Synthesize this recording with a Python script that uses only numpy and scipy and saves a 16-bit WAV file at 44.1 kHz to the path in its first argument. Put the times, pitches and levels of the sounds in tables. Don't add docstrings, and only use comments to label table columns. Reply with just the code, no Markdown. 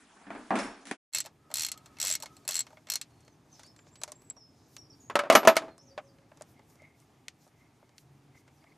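import sys
import numpy as np
from scipy import signal
from scipy.io import wavfile

SR = 44100
rng = np.random.default_rng(int(sys.argv[2]) if len(sys.argv) > 2 else 0)


def dump(signal):
    limited = np.clip(np.atleast_2d(signal).T, -1, 1)
    pcm = np.round(limited * 32767).astype(np.int16)
    wavfile.write(sys.argv[1], SR, pcm)


N = 386757
TIME = np.arange(N) / SR
BAND_EDGES_HZ = 28 * 2 ** np.arange(0, 9.4, .5)


def from_db(db):
    return 10 ** (np.asarray(db) / 20)


def at_hz(points, hz):
    known_hz, values = np.transpose(points)
    return np.interp(np.log(hz), np.log(known_hz), values)


def placed(sound, start_s):
    out, start = np.zeros((2, N)), int(start_s * SR)
    out[:, start:start + sound.shape[-1]] = sound[..., :N - start]
    return out


def drift(rate_hz):
    step, settle = 40, 2000
    pole = np.exp(-2 * np.pi * rate_hz * step / SR)
    white = rng.standard_normal(N // step + settle + 2)
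    slow = signal.lfilter([1], [1, -2 * pole, pole * pole], white)[settle:]
    return np.interp(np.arange(N) / step, np.arange(len(slow)), slow / slow.std())


def swells(rows):
    t = TIME[::40]
    arcs_db = [db - np.where(t < s, swell * (s - t), fade * (t - s)) for s, db, swell, fade in rows]
    return from_db(np.interp(TIME, t, np.max(arcs_db, axis=0)))


def narrow_noise(hz, width_hz):
    radius = np.exp(-np.pi * width_hz / SR)
    resonance = [0.92, 0.0099, -1.1, 1, -2 * radius * np.cos(2 * np.pi * hz / SR), radius ** 2]
    out = signal.sosfilt([resonance] * 2, rng.standard_normal(N))
    return out / out.std()


def banded_noise(spectrum, gain_at, size, width):
    out, white = 0, rng.standard_normal((2, 2, size))
    for k, edges in enumerate(zip(BAND_EDGES_HZ, BAND_EDGES_HZ[1:])):
        hz = np.sqrt(edges[0] * edges[1])
        band_db = at_hz(spectrum, hz)
        if band_db < -42:
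            continue
        band = signal.butter(2, edges, "band", fs=SR, output="sos")
        mid, side = from_db(band_db) * signal.sosfilt(band, white[k % 2] * (gain_at(hz) + 1e-9))
        out = out + mid + from_db(at_hz(width, hz)) * side * [[1], [-1]]
    return out


def patchy_noise(rows, spectrum, width, low_db, high_db, crossover_hz, patchy_db):
    times, lows, highs = np.transpose(rows)
    on = slice(int(times[0] * SR), int(times[-1] * SR))
    low = np.interp(TIME[on], times, lows) + low_db
    high = np.interp(TIME[on], times, highs) + high_db
    together = drift(1.6)

    def gain_at(hz):
        high_share = 1 / (1 + (crossover_hz / hz) ** 4)
        return from_db(low + high_share * (high - low) + patchy_db * (together + drift(15))[on])
    return placed(banded_noise(spectrum, gain_at, len(low), width), on.start / SR)


def ring(times, level_db, modes, width, spread_db, stretches=1, colour=lambda hz: 0):
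    out, chance = np.zeros((2, N + SR)), rng.normal(0, 1, (len(times), len(modes), 2))
    hz, mode_db, t60 = np.transpose(modes)
    blow_db = np.transpose([level_db + colour(f) for f in hz])
    gains = from_db(blow_db + mode_db + spread_db * chance[..., 0])
    pans = chance[..., 1] * from_db(at_hz(width, hz))
    for s, gain, stretch, pan in zip(times, gains, stretches * np.ones(len(times)), pans):
        t = np.arange(int(min(t60.max() * stretch, .9) * SR))[:, None] / SR
        tones = gain * from_db(-60 * t / (t60 * stretch)) * np.sin(2 * np.pi * hz * t)
        mid, side = tones.sum(1), (tones * pan).sum(1)
        out[:, int(s * SR):int(s * SR) + len(t)] += mid + side * [[1], [-1]]
    return out[:, :N]


def crack(times, level_db, t60, spectrum, colour, width, tail_db, tail_t60, damping, snap_db):
    starts = ((times - times.min()) * SR).astype(int)
    size = starts.max() + SR // 2 + 5000
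    snap = from_db(snap_db - 60 * np.arange(200) / (0.0028 * SR))

    def gain_at(hz):
        gains = from_db(level_db + colour(hz))
        shorter = (1000 / hz) ** damping / (1 + (hz / 11000) ** 4)
        impulses = np.full(size, 1e-18)
        np.add.at(impulses, starts, gains * from_db(tail_db))
        envelope = signal.lfilter([1], [1, -from_db(-60 / (tail_t60 * shorter * SR))], impulses)
        for start, gain, length in zip(starts, gains, np.clip(t60 * shorter, .005, .6) * SR):
            envelope[start:start + int(length)] += gain * from_db(-60 * np.arange(int(length)) / length)
            envelope[start:start + len(snap)] += gain * snap
        return signal.lfilter([.15], [1, -.85], envelope)
    return placed(banded_noise(spectrum, gain_at, size, width), times.min())


def blows(rows, modes, spectrum, hinges_hz, width, ring_db, crack_db, bass_cut_hz, **crack_shape):
    times, level_db, low_db, top_db, t60 = np.transpose(rows)
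    tilt_db = np.array([low_db - low_db.mean(), np.zeros(len(times)), top_db - top_db.mean()])

    def colour(hz):
        weights = [np.interp(np.log(hz), np.log(hinges_hz), hinge) for hinge in np.eye(3)]
        return np.array(weights) @ tilt_db
    tones = ring(times, level_db + ring_db, modes, width, 6.5, t60 / t60.mean(), colour)
    noise = crack(times, level_db + crack_db, t60, spectrum, colour, width, **crack_shape)
    bass_cut = signal.butter(3, bass_cut_hz, "high", fs=SR, output="sos")
    return signal.sosfilt(bass_cut, tones + noise + 1e-12)


# (frequency [Hz], side against mid [dB])
ROOM_WIDTH = [(60, -14), (180, -23.5), (550, -14.5), (1650, -10.5), (4970, -6), (15000, -10)]
# (time [s], relative rumble [dB], relative hiss [dB])
LEAD_DRAG = [(0.0, -50.5, -66.5), (0.3, -47.5, -74.5), (0.468, -51, -66), (0.522, -49, -64),
             (0.656, -32, -54), (0.75, -52.5, -68), (0.828, -50.5, -70.5), (0.88, -81, -80),
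             (.97, -56, -70)]
# (frequency [Hz], density [dB])
DRAG_SPECTRUM = [(18, -40), (30, -8), (135, -20.5), (233, -0.5), (527, -19.5), (611, -24.5), (763, -7.5),
                 (1350, -10.5), (3120, -20.5), (11000, -22.5), (14300, -49.5), (22000, -120)]
# (loudest at [s], level [dB], swell [dB/s], fade [dB/s])
LEAD_WHINE = [(.6, -47.5, 400, 140)]
def dragged_lead():
    whine = swells(LEAD_WHINE) * narrow_noise(5400, 159)
    return whine + patchy_noise(LEAD_DRAG, DRAG_SPECTRUM, ROOM_WIDTH, low_db=13.0, high_db=30.5,
                                crossover_hz=2840, patchy_db=2.5)


# (time [s], relative level [dB], low tilt [dB], top tilt [dB], base decay [s])
BENCH_KNOCKS = [(0.267, -40.5, -6.5, -22, 0.22), (0.304, -26.5, -17.5, -31.5, 0.25),
                (0.35, -34, -4.5, -32, 0.2), (0.506, -8.5, -17, -58, 0.26), (0.537, -39, -6, -31, 0.067),
                (0.555, -24, -21.5, -12, 0.33), (0.588, -35, -8, -3.5, 0.37), (0.72, -70, -11, -8.5, 0.48),
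                (0.854, -50, -5, 2.5, 0.6), (0.87, -46, -8, -2, 0.34), (0.912, -20, -10.5, -12, 0.067)]
# (frequency [Hz], level [dB], base decay [s])
BENCH_MODES = [(202.5, -7, 0.52), (560, -7, 0.074), (681, 7.5, 0.066), (1168, -19.5, 0.078),
               (1550, -30, 0.83), (1780, -3, 0.085), (2170, -24.5, 0.68), (2440, -38, 2.2),
               (2729, -35.5, 0.048)]
# (frequency [Hz], density [dB])
KNOCK_SPECTRUM = [(35, -62.5), (60, -30.5), (123, -20), (203, -11.5), (295, 7), (427, -11.5), (736, -6.5),
                  (1090, -12), (1760, -9), (3950, -28), (11000, -32), (14300, -57.5), (22000, -120)]
def bench_knocks():
    return blows(BENCH_KNOCKS, BENCH_MODES, KNOCK_SPECTRUM, [280, 1100, 5000], ROOM_WIDTH,
                 ring_db=-14.5, crack_db=6.5, bass_cut_hz=120,
                 tail_db=-12.0, tail_t60=0.72, damping=0.048, snap_db=13.0)


# (frequency [Hz], side against mid [dB])
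OUTDOOR_WIDTH = [(60, -23.5), (180, -22.5), (550, -10.5), (1650, -10), (4970, -12), (15000, -21.5)]
# (time [s], relative drone [dB], relative wash [dB])
TRAFFIC_LEVELS = [(1.12, -56.5, -70), (2, -54.5, -65), (3, -57.5, -68.5), (5, -55, -71), (7, -56.5, -68.5),
                  (8.77, -57.5, -69)]
# (frequency [Hz], density [dB])
TRAFFIC_SPECTRUM = [(15, -51), (25, -26), (99, -0.5), (134, 2), (190, -8.5), (285, -1), (489, -16),
                    (641, -10.5), (1740, -22), (2160, -21.5), (3720, -27.5), (5880, -27), (12200, -35.5),
                    (16000, -64)]
def distant_traffic():
    return patchy_noise(TRAFFIC_LEVELS, TRAFFIC_SPECTRUM, OUTDOOR_WIDTH, low_db=15.0, high_db=26.5,
                        crossover_hz=900, patchy_db=1.02)


# (first tooth [s], base speed [teeth/s], slowing at start [share], at end
# [share], relative level [dB], head ring on first tooth [dB], on last [dB], shank ring [dB], low tilt [dB])
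BACK_SWINGS = [(1.135, 109, 0.29, .522, -26.5, -6, -7, -17, -31.5),
               (1.5403, 112.1, .437, 0.71, -27.5, -8, -6, -15.5, -30.5),
               (2.0007, 127.3, 0.44, 0.47, -25.5, -8, -5, -21, -35),
               (2.478, 90, 0.018, .2, -24, -8.5, 0.5, -23, -18.5),
               (2.5086, 92, 0.054, .22, -28.5, -9, 0.5, -9.5, -33),
               (2.9004, 57.7, 0.075, 0.084, -26.5, -12, -12, -12.5, -24)]
SWING_TEETH = 6, 12, 14, 2, 9, 4
def pawl_teeth():
    rows = []
    for count, swing in zip(SWING_TEETH, BACK_SWINGS):
        start, base_speed, slow_in, slow_out, level_db, head_first, head_last, shank_db, low_db = swing
        along = np.linspace(0, 1, count - 1)
        speed = base_speed * (1 - slow_in * (1 - along) ** 2 - slow_out * along ** 2)
        times = start + np.r_[0, np.cumsum(1 / speed)]
        for s, head_db in zip(times, np.linspace(head_first, head_last, count)):
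            level, head, top, shank = rng.normal([level_db, head_db, -8, shank_db], [2, 3, 3, 3])
            rows.append((s, level, low_db, head, top, shank))
    return rows


# (frequency [Hz], side against mid [dB])
CLOSE_WIDTH = [(60, -22), (180, -35), (550, -36), (1650, -28), (4970, -20), (15000, -18)]
# (time [s], relative level [dB], low tilt [dB], top tilt [dB])
WRENCH_PLAY = [(1.128, -38.5, -27, -12.5), (1.2416, -44, -21.5, -19), (1.2504, -43, -12.5, -17.5),
               (1.2594, -36.5, -17.5, -15.5), (1.264, -40, -3, -18.5), (1.5032, -47.5, 5, -21.5),
               (1.514, -36, -9, -20.5), (1.7404, -48.5, -1.5, -20), (1.776, -45.5, -10, -12.5),
               (1.8593, -42, -11, -17), (1.9694, -41, -19, -29), (1.9863, -41, -18, -19),
               (2.0374, -38, 5, -10), (2.2016, -40.5, -15.5, -12), (2.2242, -35.5, -17, -9.5),
               (2.233, -41, 0, -5.5), (2.2584, -33.5, -14, -18), (2.367, -47, -8.5, -14.5),
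               (2.4515, -50.5, -6, -13.5), (2.4984, -37, -11, -13), (2.6672, -35.5, -16.5, -28),
               (2.7045, -54.5, 6, -19), (2.729, -53, 0, -24), (2.7711, -38.5, -15, -47.5),
               (2.8704, -35.5, -18, -31), (2.8868, -39, -14.5, -22.5), (3.0136, -25, -37, -15.5)]
# (frequency [Hz], level [dB], decay [s])
BODY_MODES = [(621, -17, 0.066), (906, -21.5, 0.022), (1920, -26, 0.049), (2171, -14.5, 0.066),
              (2663, -14.5, 0.043), (3340, -16, 0.032), (3680, -20.5, .03), (5650, -19.5, 0.046),
              (5740, -10, 0.035), (6310, -14, 0.029), (10730, -8.5, 0.016), (11960, -13, 0.024)]
HEAD_MODES = [(7675, 2.5, 0.045), (7510, -5.5, 0.05), (7760, -4.5, .03)]
SHANK_MODES = [(4270, 3.5, 0.054), (4390, -18.5, 0.023)]
# (frequency [Hz], density [dB])
PAWL_SPECTRUM = [(180, -47.5), (300, -22.5), (1560, -17), (4300, -11.5), (6960, -8), (7820, 1),
                 (8500, -14.5), (12500, -15.5), (15200, -29), (16000, -51)]
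def ratchet():
    play = [(s, level, low, top + 3, top, top - 2.5) for s, level, low, top in WRENCH_PLAY]
    times, level_db, low_db, head_db, top_db, shank_db = np.transpose(pawl_teeth() + play)
    clicks = np.transpose([times, level_db, low_db, top_db, np.full(len(times), 0.042)])
    body = blows(clicks, BODY_MODES, PAWL_SPECTRUM, [800, 2500, 11000], CLOSE_WIDTH,
                 ring_db=-7.0, crack_db=4.5, bass_cut_hz=620,
                 tail_db=-4.5, tail_t60=.11, damping=.12, snap_db=2.0)
    head = ring(times, level_db + head_db - 1.8, HEAD_MODES, CLOSE_WIDTH, spread_db=4.0)
    shank = ring(times, level_db + shank_db + 5.0, SHANK_MODES, CLOSE_WIDTH, spread_db=0.9)
    return body + head + shank


# (frequency [Hz], width [Hz], start [s], end [s], level [dB])
GARAGE_HUMS = [(1273, 62, 1.38, 2.47, -66), (547.6, 19, 5.7, 6.3, -66), (138, 26, 7.95, 8.77, -64.5),
               (4330, 77, 3.1, 3.33, -73), (320, 96, 5.55, 5.74, -45.5)]
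def hums():
    out = np.zeros(N)
    for hz, width_hz, start, end, level_db in GARAGE_HUMS:
        fade = np.clip(np.minimum(TIME - start, end - TIME) / 0.07, 0, 1)
        out += from_db(level_db + 4.2 * drift(5.4)) * narrow_noise(hz, width_hz) * fade
    return out


# (middle [s], length [s], relative rub [dB], relative top [dB])
RUB_STROKES = [(2.38, .2, -67.5, -77.5), (2.72, .28, -66, -79.5), (3.607, 0.16, -61, -80),
               (3.88, .05, -60, -89), (4.24, 0.056, -80, -70), (4.62, 0.24, -64.5, -86),
               (4.75, 0.094, -64, -64), (5.01, 0.09, -69.5, -74)]
FINGER_SHIFTS = 6.5, 0.3, .065, -71.5, -72.5, 3.5
# (frequency [Hz], density [dB])
RUB_SPECTRUM = [(1500, -30), (3000, -12.5), (5800, 1.5), (8000, -7.5), (12000, -4.5), (15000, -29.5)]
def rubbing_fingers():
    start, gap, stroke, rub_db, top_db, spread_db = FINGER_SHIFTS
    shifts = [(rng.normal(s, 0.2 * gap), stroke * rng.uniform(.7, 1.26),
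               *rng.normal([rub_db, top_db], spread_db)) for s in start + gap * np.arange(19)]
    t = np.arange(RUB_STROKES[0][0] - .2, N / SR, .01)
    middle, length, *levels = np.transpose(RUB_STROKES + shifts)
    fade_db = -24 * ((t[:, None] - middle) / length) ** 2
    curves_db = [np.maximum((level + fade_db).max(1), -110) for level in levels]
    return patchy_noise(np.transpose([t, *curves_db]), RUB_SPECTRUM, OUTDOOR_WIDTH, low_db=4.0,
                        high_db=8.5, crossover_hz=8215, patchy_db=2.0)


# (start [s], length [s], first pitch [Hz], turn pitch [Hz], last pitch [Hz],
# part before the turn [share], relative level [dB], change over the note [dB])
BIRD_NOTES = [(3.24, 0.1, 6500, 6380, 6000, .4, -82.5, -3), (3.51, 0.054, 6400, 6250, 4900, .25, -73, 7),
              (3.64, .07, 4290, 5350, 5130, .55, -63, -13), (3.767, 0.06, 7785, 7500, 6960, .17, -74, -2),
              (3.91, 0.11, 7100, 7870, 7740, .32, -71.5, -1),
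              (4.15, 0.17, 7411, 7950, 7515, .42, -72.5, -10),
              (4.361, 0.29, 5820, 5230, 5150, 0.16, -65.5, -22.5),
              (4.778, 0.094, 5630, 5600, 4700, .28, -56.5, -25),
              (4.897, 0.061, 5940, 4590, 4870, 0.52, -61.5, -17),
              (4.998, 0.11, 7150, 6430, 6930, 0.18, -68, -3),
              (5.686, 0.099, 4220, 4210, 4260, 0.46, -69, -20),
              (5.786, 0.046, 5170, 5440, 6800, .3, -63, -14),
              (5.85, .075, 6800, 4630, 4718, 0.81, -69.5, -6),
              (6.04, 0.058, 6500, 6230, 4530, 0.19, -77, -3.5),
              (8.557, .06, 6110, 5910, 4512, 0.18, -83, -1), (8.69, 0.054, 4048, 4780, 5380, .4, -84, -7)]
def songbird():
    song = np.zeros(N)
    waver, flutter = 1 + .007 * drift(120), from_db(3 * drift(60))
    for start, length, first_hz, turn_hz, last_hz, share, level_db, change_db in BIRD_NOTES:
        on = slice(int(start * SR), int((start + length) * SR))
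        age = TIME[on] - start
        hz = np.interp(age / length, [0, share, 1], [first_hz, turn_hz, last_hz]) * waver[on]
        edge = np.clip(np.minimum(age, length - age) / 0.0041, 0, 1)
        gain = edge * from_db(level_db + 6.5 + change_db * age / length) * flutter[on]
        song[on] = gain * np.sin(2 * np.pi * np.cumsum(hz) / SR)
    mid, side = rng.standard_normal((2, SR // 4)) * from_db(-27 - 60 * TIME[:SR // 4] / .22)
    echoes = signal.fftconvolve(song[None], mid + 0.31 * side * [[1], [-1]], axes=1)[:, :N]
    return song + echoes


# (time [s], relative level [dB], low tilt [dB], top tilt [dB], base decay [s])
ENGINE_TICKS = [(3.279, -50, -11, -11, 0.037), (3.594, -48, -10.5, -7, 0.12),
                (3.6335, -42.5, -28, -15, 0.025), (3.763, -54, -14, -4, 0.043),
                (3.7902, -44.5, -19, -23, 0.033), (3.8676, -53.5, -8, -16, 0.037),
                (3.9552, -46, -26, -10, 0.073), (4.0154, -43.5, -7, -3, 0.064),
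                (4.035, -32, -10, 5.5, 0.031), (4.0776, -51, -3, -2, 0.16), (4.119, -41, -11, 4, 0.03),
                (4.219, -58, -13.5, -2, 0.03), (4.3066, -46.5, -17, -12, 0.043),
                (4.3664, -65, 11.5, -6, 0.07), (4.766, -34.5, -27, -8.5, 0.028),
                (5.7797, -61.5, 6, 8, 0.036), (5.9774, -28, -9, -35, 0.068),
                (6.1851, -53.5, -18, -28, 0.035), (6.3167, -49.5, 0.5, -40, 0.033),
                (6.3724, -55.5, -8, -4, 0.04), (6.41, -47, -2, -9.5, 0.034), (6.4211, -48, -6, 5, 0.021),
                (6.5933, -53.5, 0, -17.5, 0.023), (6.7549, -64, -1, 2, .028), (6.8194, -62.5, -3, -1, .03),
                (7.0007, -68, -5, 8.5, 0.03), (7.2823, -27.5, -37, -9.5, 0.016),
                (7.4666, -72, 17, -20, 0.036), (7.8273, -70, 12, -19.5, .036),
                (7.892, -60.5, 0.5, -9, 0.029), (7.9811, -41, -49.5, -11, 0.032),
                (8.3509, -54, -9, -36, 0.029), (8.478, -52, -11, -19, 0.066), (8.6404, -53, -8, -24, 0.03)]
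SOFT_TICK = -67.5, -3.5, -4.5, 0.1
# (start [s], end [s], ticks [count])
SOFT_TICK_SPANS = (3.1, 4.05, 7), (6.2, 8.3, 4)
# (frequency [Hz], level [dB], base decay [s])
SOCKET_MODES = [(605, 0.5, 0.058), (886, -19, 0.045), (2113, -12, 0.029), (4150, -15, 0.031),
                (6060, -14, .02)]
# (frequency [Hz], density [dB])
TICK_SPECTRUM = [(120, -62), (200, -38), (623, 7), (3190, -5), (7010, -2), (8120, -8), (11700, -17),
                 (15100, -43), (16000, -57)]
def socket_ticks():
    faint = [rng.normal((s, *SOFT_TICK), [0, 2, 4, 6.5, 0])
             for start, end, count in SOFT_TICK_SPANS for s in rng.uniform(start, end, count)]
    return blows(ENGINE_TICKS + faint, SOCKET_MODES, TICK_SPECTRUM, [700, 2600, 8500], CLOSE_WIDTH,
                 ring_db=-5.0, crack_db=3.0, bass_cut_hz=340,
                 tail_db=-15.5, tail_t60=0.11, damping=0.14, snap_db=3.0)


def clink(time_s, level_db, modes):
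    return ring(np.array([time_s]), np.array([level_db]), modes, CLOSE_WIDTH, spread_db=5.5)


# (time [s], relative level [dB], low tilt [dB], top tilt [dB], base decay [s])
BOUNCES = [(5.099, -24, -12.5, -22, 0.091), (5.155, -8, -10.5, -13, 0.069), (5.191, -12, -16.5, -18, 0.087),
           (5.236, -26, -17, -34.5, 0.095), (5.254, -35, -3, -38, 0.18), (5.3, -3, -10.5, -14.5, 0.085),
           (5.324, -20, 0.5, -5, 0.21), (5.352, -0.5, -8.5, -10.5, 0.1), (5.431, -26, -2.5, -22.5, 0.14),
           (5.451, -19, -4, -15.5, 0.068), (5.474, 0, -8.5, -11.5, 0.1), (5.498, -24, -2, -23.5, 0.083),
           (5.556, -30, -23.5, -8, 0.12), (5.567, -10.5, -19, -5, 0.077), (5.62, -41.5, 6, -23.5, 0.24),
           (5.681, -41, 0.5, -29, 0.072)]
# (frequency [Hz], level [dB], base decay [s])
PANEL_MODES = [(372, -18, 0.15), (580, -7.5, 0.25), (614, 2, 0.061), (651, 1.5, 0.12), (734.3, -9.5, .12),
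               (1000, -11.5, 0.095), (1060, -7.5, 0.088), (1200, -10.5, 0.22), (1298, -3, 0.14),
               (1734, -13.5, 0.058), (1910, -16, .05), (2034, -16.5, 0.15), (2195, -7.5, 0.053),
               (2649, -14.5, 0.073), (2950, -15, 0.098), (4190, -21.5, 0.072), (6030, -19.5, 0.082),
               (7745, -30, 0.06)]
HANDLE_MODES = [(11790, 3.5, 0.17), (11850, -8, .07)]
# (frequency [Hz], density [dB])
PANEL_SPECTRUM = [(35, -69), (60, -41), (180, -18.5), (323, -8.5), (480, -15), (651, -2.5), (715, -7.5),
                  (1200, -8), (2410, -18), (2580, -20), (12100, -38.5), (16000, -58)]
# (time [s], level [dB], ring length [ratio])
FREE_BOUNCES = [(5.356, -27, .8), (5.482, -33.5, .55)]
LANDING_RING = 5.168, -54, [(14200, 0, .09)]
def dropped_wrench():
    panel = blows(BOUNCES, PANEL_MODES, PANEL_SPECTRUM, [400, 1500, 8000], CLOSE_WIDTH,
                  ring_db=-14.5, crack_db=11.5, bass_cut_hz=210,
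                  tail_db=-34.0, tail_t60=0.46, damping=0.087, snap_db=4.0)
    landing = clink(*LANDING_RING)
    touch = clink(time_s=4.3, level_db=-39.5, modes=HEAD_MODES)
    times, level_db, stretches = np.transpose(FREE_BOUNCES)
    handle = ring(times, level_db, HANDLE_MODES, CLOSE_WIDTH, spread_db=2.5, stretches=stretches)
    return touch + panel + landing + handle


# (loudest at [s], level [dB], swell [dB/s], fade [dB/s])
SOCKET_TURNS = [(6.24, -79, 300, 300), (6.42, -72, 300, 600), (6.6, -70.5, 200, 499.5),
                (6.85, -65, 160, 132), (7.29, -70, 250, 600), (7.63, -72, 120, 120), (7.9, -74, 150, 200),
                (8.355, -63.5, 1200, 300), (8.48, -77, 300, 500), (8.645, -67.5, 700, 109.5)]
def turning_socket():
    return swells(SOCKET_TURNS) * from_db(5.0 * drift(31)) * narrow_noise(hz=2124, width_hz=230)


def scene():
    dull_microphone = signal.ellip(10, .5, 70, 11150, fs=SR, output="sos")
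    room = signal.sosfilt(dull_microphone, dragged_lead() + bench_knocks())
    garage = (distant_traffic() + hums() + ratchet() + dropped_wrench() + socket_ticks()
              + rubbing_fingers() + turning_socket() + songbird())
    room_ends_s, garage_starts_s = 0.97, 1.1144
    fade_out = np.clip((room_ends_s - TIME) / 0.069, 0, 1)
    fade_in = np.clip((TIME - garage_starts_s) / 0.051, 0, 1)
    return fade_out * room + fade_in * garage


def record(dry):
    rounded = np.tanh(dry / 1.15) * 1.15
    drooped = signal.sosfilt(signal.butter(6, 14600, fs=SR, output="sos"), rounded)
    return .85 * signal.sosfilt(signal.cheby2(12, 70, 16500, fs=SR, output="sos"), drooped)


dry = scene()
out = record(dry)
dump(out)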